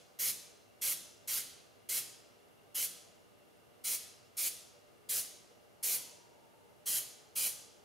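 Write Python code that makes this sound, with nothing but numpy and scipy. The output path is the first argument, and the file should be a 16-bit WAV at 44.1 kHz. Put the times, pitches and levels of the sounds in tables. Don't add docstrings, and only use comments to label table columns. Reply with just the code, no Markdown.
import sys
import numpy as np
from scipy import signal
from scipy.io import wavfile
from scipy.ndimage import uniform_filter1d

SR = 44100
rng = np.random.default_rng(int(sys.argv[2]) if len(sys.argv) > 2 else 0)


def level_to_linear(level):
    exponent = np.asarray(level, float) / 20
    return 10 ** exponent


def file_out(sig):
    cols = np.atleast_2d(sig).T
    lim = np.clip(cols, -1, 1)
    pcm = np.round(lim * 32767).astype(np.int16)
    wavfile.write(sys.argv[1], SR, pcm)


N = 345744
LEAD = SR // 2


def evened(x):
    return x / np.sqrt(np.mean(x ** 2) + 1e-20)


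def read(points, hz):
    point_hz, value = np.transpose(points)
    return np.interp(np.log(hz + 1), np.log(point_hz + 1), value)


def bump(hz, centre_hz, width_hz):
    return np.exp(-((hz - centre_hz) / width_hz) ** 2)


def noise_pair(field_db, likeness, hop, size):
    bins, frames = field_db.shape
    a, b, c, d = rng.standard_normal((frames, bins, 4)).T
    likeness = np.clip(likeness, -1, 1)[:, None]
    left = a + 1j * b
    right = likeness * left + np.sqrt(1 - likeness ** 2) * (c + 1j * d)
    spectra = np.array([left, right]) * level_to_linear(field_db)
    sound = signal.istft(spectra, nperseg=4 * hop, noverlap=3 * hop)[1]
    return evened(sound[:, :size])


def drift(shape, bins, frames):
    field = rng.standard_normal(shape[::-1]).T
    field = uniform_filter1d(field, bins, 0)
    return evened(uniform_filter1d(field, frames, 1))


def airbrush():
    # start_s, jet_db, opening_ms, held_ms, closing_ms
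    presses = [(-.33, -32.5, 6, 89, 11), (0.1867, -33.5, 4.8, 115.4, 15), (.812, -33.5, 4.2, 114, 12),
               (1.272, -35, 5, 110, 25), (1.887, -34, 3.6, 97, 20), (2.743, -34, 6.5, 107, 13.5),
               (3.837, -34, 6.4, 114.5, 12.4), (4.366, -33.5, 6.6, 115, 10), (5.0875, -33.5, 4.2, 107, 19),
               (5.826, -32.5, 4.1, 127.6, 18), (6.8556, -33, 6.1, 125, 21), (7.3507, -33, 7.3, 123.6, 22.6)]
    # delay_s, level_db, left_minus_right_db
    echoes = [(.00041, -44, -12), (.0021, -43, -12.5), (.0057, -16, 12), (.0094, -14.5, -12.5),
              (0.016, -16, 1)]
    jet = np.zeros((3, LEAD + N + SR))
    for press in presses:
        sound = burst(*press)
        at = LEAD + round(press[0] * SR)
        jet[:, at:at + sound.shape[1]] += sound
    direct, sideways = jet[:2], jet[2:]
    near = np.zeros_like(direct)
    for delay_s, level_db, pan_db in echoes:
        sides = level_to_linear([[level_db + pan_db / 2], [level_db - pan_db / 2]])
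        near += np.roll(direct, round(delay_s * SR), 1) * sides
    return direct + near, sideways


def burst(start_s, jet_db, opening_ms, held_ms, closing_ms):
    # pitch_hz, likeness
    jet_same = [(700, 0.3), (1400, 0.72), (2500, 0.99), (4000, 0.95), (7000, 0.97), (11000, 0.91),
                (15000, 0.68)]
    size = SR // 3
    hz, t = np.fft.rfftfreq(1024, 1 / SR), np.arange(size) / SR
    shape = (513, size // 256 + 5)
    plain_db, aim_db, dip_db = jet_colour(hz, start_s)
    patches_db = 2.1 * drift(shape, 5, 9)
    ahead_db = (plain_db + aim_db + dip_db)[:, None] + patches_db
    hiss = noise_pair(ahead_db, read(jet_same, hz), hop=256, size=size)
    hall_db = (plain_db + 0.15 * aim_db + 0.25 * dip_db)[:, None] + np.zeros(shape)
    sideways = noise_pair(hall_db, np.ones(513), hop=256, size=size)[:1]

    eddies = np.exp(0.12 * evened(uniform_filter1d(rng.standard_normal(size), size=40)))
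    opened = (1 - np.exp(-t * 1000 / opening_ms)) ** 2
    shut = np.exp(-np.maximum(t * 1000 - held_ms, 0) / closing_ms)
    flow = opened * shut * level_to_linear(jet_db - 0.5 * np.exp(-t / 0.06))
    low = wash(hz, t, shape, jet_db) * shut
    return np.vstack([evened(hiss * eddies) * flow + low, sideways * flow + low[:1]])


def jet_colour(hz, start_s):
    # pitch_hz, level_db (per Hz)
    jet_hiss = [(400, -23), (850, -26.5), (1300, -15.5), (1700, -16), (2500, -12), (3500, -7), (5000, -6),
                (6900, -3.5), (8100, -6), (9500, -2.5), (11300, -2.5), (13500, -2.5), (15600, -7),
                (16400, -6)]
    # time_s, nearest_gap_hz, middle_gap_db, edge_hiss_hz, tilt_db (per octave)
    aim_path = [(0.19, 2150, 2.5, 12000, 0.16), (.81, 2240, -2, 12000, 0.25), (1.27, 2130, -1, 11100, -0.8),
                (1.89, 2150, 0, 10800, 0), (2.74, 2120, 3.5, 11400, .2), (3.84, 2240, 0, 9600, 0.53),
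                (4.37, 2330, -2, 9900, 0.77), (5.09, 1840, -2.5, 9850, .5), (5.83, 2230, -2, 11200, 0.95),
                (6.86, 1890, 5, 10400, 0.57), (7.35, 2430, 2.5, 10400, 0.5)]
    # usual_hz, usual_db, shift_hz and shift_db (per kHz of nearest gap)
    hollows = [(2190, 9.5, 998, 14), (2950, 3.95, -150, -2), (3930, 2.05, 900, 2.5)]
    hollow_width_hz = 213
    time_s, *aim = np.transpose(aim_path)
    gap_hz, middle_db, edge_hz, tilt_db = (np.interp(start_s, time_s, column) for column in aim)
    plain_db = read(jet_hiss, hz) + tilt_db * np.log2((hz + 1) / 8000)

    shift_khz = (gap_hz - 2200) / 1000
    aim_db = 2.5 * bump(hz, edge_hz, 1630)
    aim_db += middle_db * bump(hz, 3070, hollow_width_hz)
    for usual_hz, usual_db, shift_hz, shift_db in hollows:
        ring_hz = usual_hz + shift_khz * shift_hz
        aim_db += (usual_db + shift_khz * shift_db) * bump(hz, ring_hz, hollow_width_hz)

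    dip_db = (-14 - 2.2 * middle_db) * bump(hz, 3670, 130)
    return plain_db, aim_db, dip_db


def wash(hz, t, shape, jet_db):
    # pitch_hz, level_db (per Hz)
    wash_colour = [(50, -39), (110, -1.5), (250, -3.5), (550, 5.5), (900, -2), (1600, -7), (3000, -48)]
    field_db = read(wash_colour, hz)[:, None] + np.zeros(shape)
    rush = noise_pair(field_db, np.full(513, .3), hop=256, size=len(t))
    wash_db = -61 + 2 * (jet_db + 33.5)
    return rush * (1 - np.exp(-t / 0.014)) * level_to_linear(wash_db)


def hall(x):
    # pitch_hz, ring_s
    hall_ring = [(100, 1), (1000, 1), (3000, 0.82), (6000, 0.76), (9000, 0.52), (13000, 0.37),
                 (16000, 0.37)]
    # pitch_hz, level_db
    hall_colour = [(100, 6), (1000, -3), (3000, -4), (7000, -6), (11000, -4.5), (16000, -15)]
    # pitch_hz, likeness
    hall_same = [(100, .1), (1000, 0.1), (3000, 0.7), (7000, 0.8), (15000, 0.43)]
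    hz, t = np.fft.rfftfreq(256, 1 / SR), np.arange(SR // 64 + 5) * 64 / SR
    tail = noise_pair(np.zeros((129, len(t))), read(hall_same, hz), hop=64, size=SR)
    z = signal.stft(tail, SR, nperseg=256, noverlap=192)[2]
    ring_s, t = read(hall_ring, hz)[:, None], t[:z.shape[2]]
    decay = level_to_linear(read(hall_colour, hz)[:, None] - 60 * t / ring_s)
    decay = decay * (1 - np.exp(-t / 0.0036))
    decay = decay / np.sqrt(SR * ring_s / (2 * np.log(1000)))
    tail = signal.istft(z * decay, SR, nperseg=256, noverlap=192)[1]
    return signal.fftconvolve(x.mean(0)[None], tail, axes=1)[:, :x.shape[1]]


def moving_hall(sideways):
    turn = np.pi * 0.6 * np.arange(sideways.shape[1]) / SR
    ring = 0
    for k in range(3):
        share = np.sqrt(2 / 3) * np.cos(turn + k * np.pi / 3)
        ring = ring + hall(sideways * share)
    return ring


def ventilation():
    # pitch_hz, level_db (per Hz)
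    air_colour = [(18, -34), (45, -18), (105, -7), (270, -7.5), (600, -9.5), (930, -14.5), (1260, -14),
                  (1850, -19.5), (2200, -19), (3800, -24), (6000, -27), (8000, -29.5), (10800, -26.5),
                  (15800, -33.5)]
    # pitch_hz, likeness
    air_same = [(60, -0.34), (130, -0.23), (290, -0.53), (640, 0.37), (1410, -0.24), (3100, 0.095),
                (6820, 0.52), (15000, 0.34)]
    hz, shape = np.fft.rfftfreq(4096, 1 / SR), (2049, N // 1024 + 5)
    field_db = (read(air_colour, hz) + standing(hz))[:, None] + 0.36 * drift(shape, 40, 4)
    air = level_to_linear(-63) * noise_pair(field_db, read(air_same, hz), hop=1024, size=N)
    return air + whine()


def whine():
    # time_s, pitch_hz, level_db
    whine_path = [
        (0, 2770, -84),
        (1.2, 2780, -78),
        (6.5, 2800, -82.5),
        (7.84, 2860, -84),
    ]
    time_s, pitch_hz, level_db = np.transpose(whine_path)
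    t = np.arange(N) / SR
    mid, side = resonate(rng.standard_normal((2, N)), np.interp(t, time_s, pitch_hz), width_hz=270)
    spread = 0.52
    tone = np.array([mid + spread * side, mid - spread * side])
    return tone * level_to_linear(np.interp(t, time_s, level_db))


def resonate(x, hz, width_hz):
    turn = np.exp(2j * np.pi * np.cumsum(hz * np.ones(N)) / SR)
    r = np.exp(-np.pi * width_hz / SR)
    smooth = signal.lfilter([1], np.convolve([1, -r], [1, -r]), x / turn)
    return evened((turn * smooth).real)


def rumble():
    # time_s, top_hz (upper edge of the rumble)
    speed_path = [
        (0, 790),
        (2.7, 820),
        (4.3, 776),
        (5.0, 810),
        (5.45, 760),
        (5.7, 860),
        (6.0, 1020),
        (6.7, 915),
        (7.3, 890),
        (7.84, 890),
    ]
    hz, frames = np.fft.rfftfreq(4096, 1 / SR)[:, None], N // 1024 + 5
    time_s, speed_hz = np.transpose(speed_path)
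    level_db = -73.5 + 32 * (speed_hz - 800) / 1000
    top_hz = np.interp(np.arange(frames) * 1024 / SR, time_s, speed_hz)
    field_db = standing(hz) + 6.5 * bump(hz, top_hz, 120)
    field_db -= 60 * np.maximum(hz - top_hz, 0) / 100
    field_db -= 9 * np.maximum(420 - hz, 0) / 100
    band = noise_pair(np.maximum(field_db, -80), np.full(2049, .15), hop=1024, size=N)
    return band * level_to_linear(np.interp(np.arange(N) / SR, time_s, level_db))


def standing(hz):
    # pitch_hz, width_hz, level_db
    room_waves = [(100, 12, 4), (255, 14, 3), (353, 15, 5), (417, 14, 8), (479, 11, 10), (537, 12, -3),
                  (592, 13, 9.5), (632, 12, -4), (670, 20, 3), (1120, 40, -3), (1200, 25, 4), (2090, 40, 4),
                  (2500, 90, -5), (3400, 60, 3)]
    return sum(level_db * bump(hz, pitch_hz, width_hz) for pitch_hz, width_hz, level_db in room_waves)


def scene():
    jet, sideways = airbrush()
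    balance = level_to_linear([[-.35], [.35]])
    wet = jet * balance + moving_hall(sideways)
    return wet[:, LEAD:LEAD + N] + ventilation() + rumble()


def band_limit(x):
    return signal.sosfilt(signal.butter(12, 16800, fs=SR, output="sos"), x)


def record(dry):
    treble_limit = signal.firwin(511, 15720, window=("kaiser", 9), fs=SR)
    limited = signal.oaconvolve(dry, treble_limit[None], "same")
    bass_cut = signal.butter(2, 24, "high", fs=SR, output="sos")
    return band_limit(signal.sosfilt(bass_cut, limited))


dry = scene()
out = record(dry)
file_out(out)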